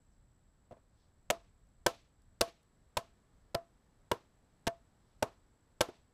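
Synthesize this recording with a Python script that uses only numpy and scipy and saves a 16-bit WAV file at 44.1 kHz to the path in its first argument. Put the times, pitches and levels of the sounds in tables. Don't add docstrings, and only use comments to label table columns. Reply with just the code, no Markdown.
import sys
import numpy as np
from scipy import signal
from scipy.fft import rfft, irfft
from scipy.io import wavfile
from scipy.ndimage import uniform_filter1d

SR = 44100
rng = np.random.default_rng(int(sys.argv[2]) if len(sys.argv) > 2 else 0)


def unload_wav(signal):
    wavfile.write(
        sys.argv[1],
        SR,
        np.round(np.clip(np.atleast_2d(signal).T, -1, 1) * 32767).astype(np.int16),
    )


N = 270685
T = np.arange(N) / SR

# (time [s], knock [dB], chatter [dB], thud [dB], hollow ring [dB], change of upper modes [dB], slide [ms])
BLOWS = [(0.7094, -50.5, -24.5, 1, -3, -24, 20), (1.3009, -26, -1.5, -20.5, -4, -10, 6.55),
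         (1.8622, -22.5, 3.5, -15, -10, 2.5, 4.6), (2.409, -24.5, 3.5, -9.5, -3, -1, 4.7),
         (2.969, -29, 1, -5, -8, 6.5, 3.9), (3.545, -31, -8, -1, 2, 0, 4.84),
         (4.1138, -26, -4, -5, -20.5, 3, 3.1), (4.668, -32, -4.5, 2, 5, -0.5, 10.4),
         (5.224, -25, -5.5, -5.5, -12.5, -1.5, 5.9), (5.8065, -22.5, 1.5, -10.5, -13, 3.5, 5.6)]
# (time [s], knock level [dB])
REBOUNDS = [(0.766, -62.5), (2.473, -55), (5.885, -43.5)]
# (frequency [Hz], level [dB], t60 [s])
FRAME_MODES = [(232, -10.5, 0.033), (347, -10, 0.052), (422, -11.5, 0.065), (490.4, -11, 0.081),
               (613, 0, .035), (773, -14, 0.042), (904, 2.5, 0.019), (1001, -13, .06), (1072, -18.5, 0.088),
               (1320, -19, 0.087), (1484, -10.5, 0.018), (1496, -21.5, 0.033), (1574, -14, .05),
               (1763, -21.5, .06), (2220, -19.5, 0.035), (2320, -21, 0.028), (2430, -14.5, .03),
               (2884, -17.5, 0.044)]
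# (frequency [Hz], density [dB per Hz])
CHATTER_SPECTRUM = [(710, -31.5), (1200, -4), (1870, -4.5), (2830, -3.5), (5530, -6.5), (6510, -8),
                    (8910, -11), (14500, -17.5), (16000, -34.5)]
# (frequency [Hz], near level [dB], near t60 [s], far level [dB], far t60 [s])
SHRUB_BANDS = [(287, -25, 0.2, -43, 0.41), (550, -21.5, 0.18, -38, 0.41), (950, -18.5, 0.18, -35.5, 0.33),
               (1440, -20, 0.075, -38, 0.3), (2110, -22, 0.05, -38.5, 0.44), (3360, -19.5, .07, -34, 0.4),
               (5060, -17, 0.056, -35, 0.37), (7500, -23, 0.084, -36, 0.15), (10800, -26, .08, -47, 0.31),
               (13300, -30.5, .08, -48.5, .2)]
# (centre time [s], length [s], level [dB], frequency [Hz])
RUSTLES = [(.13, 0.069, -88, 6040), (1.02, 0.19, -83.5, 4300), (5.1, 0.29, -87.5, 4400)]
# (time [s], level [dB])
TICKS = [(1.67, -79), (2.2194, -73), (2.6308, -70), (3.9094, -82), (6.11, -85.5)]
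# (frequency [Hz], density [dB per Hz])
GARDEN_SPECTRUM = [(15, -9), (30, 2.5), (116, -4.5), (150, -8), (250, -13), (330, -17.5), (700, -21.5),
                   (1800, -28), (2600, -36), (4000, -35), (6500, -40), (9000, -42), (13500, -47),
                   (15500, -61.5)]

REBOUND_CHATTER_DB, REBOUND_THUD_DB, REBOUND_HOLLOW_DB = -23, -12, -14.5
REBOUND_UPPER_DB, REBOUND_SLIDE_MS, REBOUND_LOW_DB = -10, 11, 7
LOW_HZ, LOW_DB, LOW_DB_PER_S = 450, -4.5, 1.56
UPPER_HZ = 800
THUD_HZ, THUD_T60_S, THUD_LAG_MS, THUD_LAG_MS_PER_S = 118, 0.048, 11, -1.1
HOLLOW_HZ, HOLLOW_T60_S, TWIN_HZ, TWIN_DB = 677, 0.165, 651, -12.5
SHORT_SLIDE_MS = 5
TILT_DB, LONG_SLIDE_TILT_DB = -0.42, -1.9
TILT_HZ = 3000
ECHO_DB, LONG_SLIDE_ECHO_DB = -1.44, 3
INSECT_HZ, INSECT_WIDTH_HZ, INSECT_DB, INSECT_THROB_HZ = 7784, 360, -86.5, 62
GARDEN_DB = -67.5
OVERLOAD = 0.16
TOP_HZ = 16200


def undb(db):
    return 10 ** (np.asarray(db) / 20)


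def unit(x):
    return x / np.sqrt(np.mean(x ** 2))


def colour(x, points):
    hz, db = np.transpose(points)
    f = np.fft.rfftfreq(len(x), 1 / SR) + 1
    gain = undb(np.interp(np.log(f), np.log(hz), db))
    return irfft(rfft(x) * gain, len(x))


def band(x, hz, width_hz):
    edges = np.clip([hz - width_hz / 2, hz + width_hz / 2], 10, 0.45 * SR)
    return signal.sosfilt(signal.butter(2, edges, "band", fs=SR, output="sos"), x)


def fade(t, t60):
    return np.exp(-np.log(1000) * t / t60)


def walk(rate):
    k = int(SR / rate)
    steps = np.repeat(rng.standard_normal(N // k + 1), k)
    smooth = uniform_filter1d(uniform_filter1d(steps, k), k)
    return unit(smooth[:N])


def add(out, s, x):
    i = int(s * SR)
    out[i:i + len(x)] += x[:N - i]


def blow(s, knock_db, chatter_db, thud_db, hollow_db, upper_db, slide_ms, extra_low_db=0):
    t = T[:SR // 2]
    doublings = max(np.log2(slide_ms / SHORT_SLIDE_MS), 0)
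    tilt_db = TILT_DB + LONG_SLIDE_TILT_DB * doublings
    echo_db = ECHO_DB + LONG_SLIDE_ECHO_DB * doublings
    low_db = LOW_DB + LOW_DB_PER_S * s + extra_low_db
    grip = stake_slide(t, slide_ms / 1000)
    direct = board_knock(t, grip, low_db, upper_db)
    direct += undb(hollow_db) * hollow_ring(t)
    direct += undb(chatter_db) * sleeve_chatter(t, grip, tilt_db)
    direct += undb(thud_db) * soil_thud(t, s)
    return undb(knock_db) * (direct + undb(echo_db) * shrubs(t, chatter_db, tilt_db))


def stake_slide(t, slide):
    rise = np.clip(t / 0.00093, 0, 1)
    settle = np.where(t < slide, 1, fade(t - slide, 0.015))
    return rise * settle * fade(t / slide, 14)


def board_knock(t, grip, low_db, upper_db):
    jolt = np.sin(np.pi * np.clip(t / 0.00045, 0, 1))
    force = jolt + 0.64 * grip * rng.standard_normal(len(t))
    ring = np.zeros(len(t))
    for k, (hz, db, t60) in enumerate(FRAME_MODES):
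        level_db = db + low_db * (hz < LOW_HZ) + upper_db * (hz > UPPER_HZ) + 2 * rng.standard_normal()
        pitch = hz * (1 + 0.018 * rng.standard_normal())
        sign = (-1) ** (k + 1)
        ring += sign * undb(level_db) * np.sin(2 * np.pi * pitch * t) * fade(t, t60)
    knock = signal.fftconvolve(force[:SR // 20], ring)[:len(t)]
    knock *= np.clip(0.12 + t / 0.0024, 0, 1)
    return knock / np.sqrt(np.mean(knock[:SR // 100] ** 2))


def hollow_ring(t):
    main = np.sin(2 * np.pi * HOLLOW_HZ * t)
    twin = undb(TWIN_DB) * np.sin(2 * np.pi * (TWIN_HZ * t + rng.random()))
    return -(main + twin) * fade(t, HOLLOW_T60_S) * np.clip(t / 0.0068, 0, 1)


def sleeve_chatter(t, grip, tilt_db):
    slips = undb(7.5 * uniform_filter1d(rng.standard_normal(len(t)), size=24) * np.sqrt(24))
    shade = [(hz, db + tilt_db * np.log2(hz / TILT_HZ)) for hz, db in CHATTER_SPECTRUM]
    rub = unit(colour(rng.standard_normal(len(t)), shade))
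    return rub * slips * np.roll(grip, int(0.00079 * SR))


def soil_thud(t, s):
    lag = max(THUD_LAG_MS + THUD_LAG_MS_PER_S * s, 0) / 1000
    late = np.clip(t - lag, 0, 1)
    return np.sin(2 * np.pi * THUD_HZ * late) * fade(late, THUD_T60_S)


def shrubs(t, chatter_db, tilt_db):
    out = np.zeros(len(t))
    for hz, near_db, near_t60, far_db, far_t60 in SHRUB_BANDS:
        fed_db = (chatter_db + tilt_db * np.log2(hz / TILT_HZ)) * (hz > 1600)
        near = undb(near_db) * fade(t, near_t60) * np.clip(t / 0.004, 0, 1)
        far = undb(far_db) * fade(t, far_t60) * np.clip(t / 0.025, 0, 1)
        scatter = unit(band(rng.standard_normal(len(t)), hz, min(0.6 * hz, 3500)))
        out += undb(fed_db) * (near + far) * scatter
    return out * undb(1.6 * walk(65)[:len(t)])


def stirrings():
    out = np.zeros(N)
    for s, length, db, hz in RUSTLES:
        rustle = unit(band(rng.standard_normal(N), hz, 0.51 * hz))
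        out += undb(db) * rustle * np.exp(-2 * (2 * (T - s) / length) ** 2)
    for s, db in TICKS:
        grain = unit(band(rng.standard_normal(900), 7000, 9000))
        add(out, s, undb(db) * grain * fade(T[:900], 0.012))
    return out


def insects():
    phase = 2 * np.pi * np.cumsum(INSECT_THROB_HZ * (1 + 0.064 * walk(15))) / SR
    song = unit(band(rng.standard_normal(N), INSECT_HZ, INSECT_WIDTH_HZ))
    return undb(INSECT_DB + 0.83 * walk(3.2)) * song * (1 + 0.5 * np.sin(phase))


def garden():
    air = unit(colour(rng.standard_normal(N), GARDEN_SPECTRUM))
    bass = signal.sosfilt(signal.butter(2, 250, fs=SR, output="sos"), air)
    gusts = undb(2.2 * walk(9.2) + 0.81 * walk(1.0))
    drift = undb(1.1 * walk(1.1))
    return undb(GARDEN_DB) * (bass * gusts + (air - bass) * drift)


def scene():
    out = stirrings() + insects() + garden()
    for row in BLOWS:
        add(out, row[0], blow(*row))
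    for s, db in REBOUNDS:
        add(out, s, blow(s, db, REBOUND_CHATTER_DB, REBOUND_THUD_DB, REBOUND_HOLLOW_DB, REBOUND_UPPER_DB,
                         REBOUND_SLIDE_MS, REBOUND_LOW_DB))
    return out[None]


def record(dry):
    flat = dry / (1 + np.abs(dry / OVERLOAD) ** 6) ** (1 / 6)
    dull = signal.sosfilt(signal.butter(4, 15000, fs=SR, output="sos"), flat)
    return signal.sosfilt(signal.ellip(10, 0.2, 80, TOP_HZ, fs=SR, output="sos"), dull)


dry = scene()
out = record(dry)
unload_wav(out)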